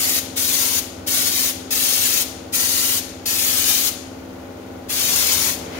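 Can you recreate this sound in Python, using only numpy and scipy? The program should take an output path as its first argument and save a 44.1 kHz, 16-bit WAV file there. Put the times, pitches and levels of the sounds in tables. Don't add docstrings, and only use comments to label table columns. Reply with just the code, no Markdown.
import sys
import numpy as np
from scipy import signal
from scipy.fft import rfft, irfft, next_fast_len
from scipy.io import wavfile

SR = 44100
rng = np.random.default_rng(int(sys.argv[2]) if len(sys.argv) > 2 else 0)


def master_out(mix):
    frames = np.transpose(np.atleast_2d(mix))
    ceiling = np.clip(frames, -1, 1)
    pcm = np.round(ceiling * 32767).astype(np.int16)
    wavfile.write(sys.argv[1], SR, pcm)


N = 255339
TIME = np.arange(N) / SR
FREQS = np.maximum(np.fft.rfftfreq(N, 1 / SR), 1)
SIDES = np.array([[1], [-1]])

# pitch in Hz, relative level in dB.
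AIR_SPECTRUM = [(20, -16), (55, -6.5), (85, 2.5), (135, -8), (200, -3), (370, 0), (600, -1), (820, -5),
                (950, -11.5), (1400, -11.5), (1650, -15.5), (4000, -21), (11500, -31), (16000, -30)]
# pitch in Hz, likeness (1 is alike), left lead in dB.
STEREO_LIKENESS = [(60, 0.997, -1), (135, 1, -2), (290, 0.89, 0.5), (640, 0.24, 0), (1380, 0.12, -1),
                   (3000, 0.05, 1)]
# multiple of the crank's speed, relative level in dB.
CRANK_TONES = [(4, -52), (5, -49), (6, -55.5), (9, -55.5), (10, -52), (12, -58.5), (13, -50), (14, -42),
               (17, -49.5), (18, -49.5), (19, -58), (23, -61), (24, -53), (25, -52), (26, -59.5),
               (30, -49.5), (31, -59), (35, -58.5), (37, -72), (41, -59.5), (43, -53), (44, -74)]
# pitch in Hz, relative level in dB.
FAINT_TONES = [(130, -70), (300, -65.5), (560, -60), (830, -65.5), (950, -65.5), (1150, -70), (1400, -68.5),
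               (1500, -64)]
# time in seconds, level change in dB.
HUM_CHANGES = [(0, 2), (2.5, 0.5), (4.8, 1), (5.3, -2.5), (5.79, 5)]
# start in seconds, level in dB.
LIGHT_TICKS = [(4.398, -50), (4.675, -53)]
# pitch in Hz, relative level in dB.
RUB_SPECTRUM = [(40, -27), (82, 11), (120, -11), (170, 6.5), (270, -9), (410, 3.5), (800, -2), (1500, -15),
                (4000, -35)]
# pitch in Hz, relative level in dB.
RUSTLE_SPECTRUM = [(300, -33), (1000, -1.5), (2000, -2), (4000, -8), (8000, -17), (16000, -24)]
# pitch in Hz, seconds to fade by 60 dB.
GARAGE_RING = [(500, 0.95), (2000, 0.84), (5000, 0.74), (9000, 0.57), (15000, 0.28)]
# pitch in Hz, relative level in dB.
JET_SPECTRUM = [(150, -29), (400, -11), (800, -9), (1200, -4), (1750, -5.5), (2100, -3.5), (4000, 2),
                (8000, 0.5), (16000, -1)]
# start, stop,
# opening time and closing time in seconds, relative level in dB, swell in dB (a sag if negative),
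# swing to the left in dB, brightness in dB per octave, the hollow's pitch in Hz, its boost in dB.
PRESSES = [(-0.05, 0.187, 0.01, 0.012, -20, -1.8, -1.5, 0.76, 2080, 1.5),
           (0.355, 0.791, 0.018, 0.012, -21, -1.3, 3, 1, 6300, 0.5),
           (1.061, 1.492, 0.022, 0.029, -21, -1.5, -0.2, 1, 4550, 3.5),
           (1.705, 2.22, 0.0016, 0.016, -19.5, 1.8, 1.4, 0.9, 3500, 2.5),
           (2.52, 2.975, 0.019, 0.029, -21, -1.9, -0.5, 1.14, 4000, 1),
           (3.255, 3.889, 0.0036, 0.01, -19.5, 2.2, 2.5, 1, 3280, 2.5),
           (4.883, 5.51, 0.02, 0.055, -19.5, 5.5, 2.5, 0, 6060, 3)]
# pitch in Hz, left boost in dB, right boost in dB.
PORT_COLOUR = [(1350, 0.5, -1.5), (2070, 4, 3), (2900, 4.5, -8.5), (3730, 3.5, -4.5), (5140, 3, 0),
               (6190, 6, -15.5), (6880, 8.5, -4.5), (7340, 0, -12.5), (8570, 2, -4), (8830, 2, -0.5),
               (10860, 3, -1.5), (12060, 3.5, 6), (14100, 5, -3), (15600, 6, -9)]

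CRANK_HZ = 18.72
KNOCKS, INTAKE = [0.11, 0.345], 0.528
SWING_AT_S, SWING_RISE_S = 4.884, 0.23


def from_db(db):
    return 10 ** (np.asarray(db) / 20)


def unit_power(x):
    return x / np.sqrt(np.mean(x ** 2) + 1e-20)


def at_hz(table, hz, column=1):
    table = np.array(table)
    return np.interp(np.log(hz), np.log(table[:, 0]), table[:, column])


def drift(rate):
    return unit_power(irfft(rfft(rng.standard_normal(N)) / (1 + (FREQS / rate) ** 4), N))


def coloured(x, spectrum):
    return irfft(rfft(x) * from_db(at_hz(spectrum, FREQS)), N)


def room_noise(spectrum):
    alike = np.clip(at_hz(STEREO_LIKENESS, FREQS), 0, 1)
    mid, side = rfft(rng.standard_normal((2, N)))
    pair = np.sqrt(1 + alike) * mid + np.sqrt(1 - alike) * side * SIDES
    pair *= from_db(at_hz(STEREO_LIKENESS, FREQS, column=2) / 2 * SIDES)
    return unit_power(coloured(irfft(pair, N), spectrum))


def delayed(x, lags_s):
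    fine = signal.resample_poly(x, 4, 1)
    fine_time = np.arange(len(fine)) / (4 * SR)
    return [np.interp(TIME - lag, fine_time, fine, left=0, right=0) for lag in lags_s]


def rushing_air(level_db, throb_db):
    piston = np.cos(2 * np.pi * (CRANK_HZ * TIME - INTAKE))
    return from_db(level_db + throb_db * piston) * room_noise(AIR_SPECTRUM)


def compressor(level_db, waver_db, wander_s, scatter_hz):
    turns = CRANK_HZ * (TIME + wander_s * drift(2.1))
    main_db = dict(CRANK_TONES)
    wavers = [from_db(waver_db * drift(5)) for _ in range(7)]
    hum = np.zeros((2, N))
    for multiple in range(4, 81):
        hz = multiple * CRANK_HZ
        db = main_db.get(multiple, at_hz(FAINT_TONES, hz))
        pan_db = SIDES / 2 * at_hz(STEREO_LIKENESS, hz, column=2)
        strength = np.sqrt(2) * from_db(db + pan_db) * wavers[multiple % len(wavers)]
        blows = np.array([INTAKE] if hz < 140 else KNOCKS)
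        phase = np.angle(np.exp(-2j * np.pi * multiple * blows).sum())
        phase += rng.normal(0, hz / scatter_hz)
        apart = SIDES / 2 * np.arccos(np.clip(at_hz(STEREO_LIKENESS, hz), 0, 1)) * rng.choice([-1, 1])
        hum += strength * np.sin(2 * np.pi * multiple * turns + phase + apart)
    change_db = np.interp(TIME, *np.transpose(HUM_CHANGES))
    return hum * from_db(level_db + change_db)


def ticks(fade_s):
    pulses = sum(from_db(db) * (TIME >= start) * np.exp(-np.abs(TIME - start) / fade_s)
                 for start, db in LIGHT_TICKS)
    return pulses * room_noise(RUSTLE_SPECTRUM)


def hand_rub(moving, level_db):
    return moving * from_db(level_db) * room_noise(RUB_SPECTRUM)


def sleeve(moving, start_db, db_per_s, brush_at_s, brush_rise_s, brush_db):
    nearing_db = start_db + db_per_s * (TIME - SWING_AT_S)
    touching = np.clip((TIME - brush_at_s) / brush_rise_s, 0, 1)
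    grain_db = 0.5 * drift(90)
    return moving * from_db(nearing_db + brush_db * touching + grain_db) * room_noise(RUSTLE_SPECTRUM)


def lingering(flow, ring_s):
    kept = from_db(-60 / (ring_s * SR)) ** 2
    return np.sqrt(signal.lfilter([1 - kept], [1, -kept], flow ** 2 + 1e-18))


def late_echoes(flow, under_car_db, under_car_ring_s, garage_left_db, garage_right_db):
    wash = rfft(room_noise(JET_SPECTRUM))
    edges_hz = [0, 1000, 2000, 3500, 5500, 7500, 10000, 13000, SR / 2]
    under_car = from_db(under_car_db) * lingering(flow, under_car_ring_s)
    echoes = np.zeros((2, N))
    for low, high in zip(edges_hz, edges_hz[1:]):
        ring_s = at_hz(GARAGE_RING, (low + high) / 2)
        garage = from_db([[garage_left_db], [garage_right_db]]) * lingering(flow, ring_s)
        band = irfft(wash * ((FREQS >= low) & (FREQS < high)), N)
        echoes += np.hypot(under_car, garage) * band
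    return echoes


def wheel_well(hiss, echo_db, longest_s, sweep_s, sweep_hz, right_lag_s, per_side):
    hand_x, hand_y = drift(sweep_hz), drift(sweep_hz)
    heading = rng.uniform(0, 2 * np.pi, (2 * per_side, 1))
    slide_s = sweep_s * (np.cos(heading) * hand_x + np.sin(heading) * hand_y)
    lags_s = rng.uniform(longest_s / 10, longest_s, (2 * per_side, 1)) + slide_s
    right, *echoes = delayed(hiss, [right_lag_s, *lags_s])
    panels = np.reshape(echoes, (2, per_side, N)).sum(axis=1) / np.sqrt(per_side)
    return (np.array([hiss, right]) + from_db(echo_db) * panels) / np.hypot(1, from_db(echo_db))


def stroke(start, stop):
    return np.clip((TIME - start) / (stop - start), 0, 1)


def aim(square_on, start_pan_db, shake_db, shake_hz):
    aim_db, pan_db = np.zeros(N), np.zeros(N)
    for start, stop, _, _, level_db, swell_db, swing_db, *_ in PRESSES:
        along = stroke(start, stop)
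        off_centre = (along / square_on - 1) ** 2
        aim_db = np.where(TIME >= start, level_db - swell_db * off_centre, aim_db)
        pan_db = np.where(TIME >= start, start_pan_db + swing_db * along, pan_db)
    return aim_db + shake_db * drift(shake_hz), pan_db


def valve(flutter_db, flutter_hz):
    opening = sum(np.clip((TIME - start) / rise, 0, 1) * np.clip(1 - (TIME - stop) / fall, 0, 1)
                  for start, stop, rise, fall, *_ in PRESSES)
    return opening * from_db(flutter_db * drift(flutter_hz))


def jet(flow, pivot_hz, hollow_octaves):
    noise = rfft(coloured(rng.standard_normal(N), JET_SPECTRUM))
    hiss = np.zeros(N)
    for start, stop, *_, brightness, hollow_hz, hollow_db in PRESSES:
        bright = noise * from_db(brightness * np.log2(FREQS / pivot_hz))
        boost = from_db(hollow_db / (1 + (np.log2(FREQS / hollow_hz) / hollow_octaves) ** 2))
        plain = unit_power(irfft(bright, N))
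        hollow = unit_power(irfft(bright * boost, N))
        facing = np.sin(np.pi * stroke(start, stop)) ** 2
        hiss = np.where(TIME >= start, (1 - facing) * plain + facing * hollow, hiss)
    return flow * hiss


def spray_can(level_db):
    aim_db, pan_db = aim(square_on=0.56, start_pan_db=-0.95, shake_db=0.67, shake_hz=9.8)
    flow = from_db(level_db + aim_db) * valve(flutter_db=0.85, flutter_hz=43.8)
    hiss = jet(flow, pivot_hz=7000, hollow_octaves=0.21)
    near = wheel_well(hiss, echo_db=2.5, longest_s=0.007, sweep_s=0.000201, sweep_hz=1.0,
                      right_lag_s=0.00012, per_side=6)
    far = late_echoes(flow, under_car_db=-12.0, under_car_ring_s=0.1,
                      garage_left_db=-7.0, garage_right_db=-9.5)
    return near * from_db(pan_db / 2 * SIDES) + far


def scene():
    hum = compressor(level_db=0.07, waver_db=1.2, wander_s=0.00013, scatter_hz=320)
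    spray = spray_can(level_db=1.07)
    air = rushing_air(level_db=-39.5, throb_db=0.5)
    moving = np.clip((TIME - SWING_AT_S) / SWING_RISE_S, 0, 1)
    rub = hand_rub(moving, level_db=-36.0)
    rustle = sleeve(moving, start_db=-68.5, db_per_s=30.5,
                    brush_at_s=5.71, brush_rise_s=0.047, brush_db=5.5)
    return air + hum + ticks(fade_s=0.004) + rub + rustle + spray


def record(dry, cutoff_hz=15750):
    size = next_fast_len(N + SR // 10)
    hz = np.maximum(np.fft.rfftfreq(size, 1 / SR), 1)
    ports = from_db([at_hz(PORT_COLOUR, hz, column=1), at_hz(PORT_COLOUR, hz, column=2)])
    treble_cut = 1 / np.sqrt(1 + (hz / cutoff_hz) ** 600)
    return irfft(rfft(dry, size) * ports * treble_cut, size)[:, :N]


dry = scene()
out = record(dry)
master_out(out)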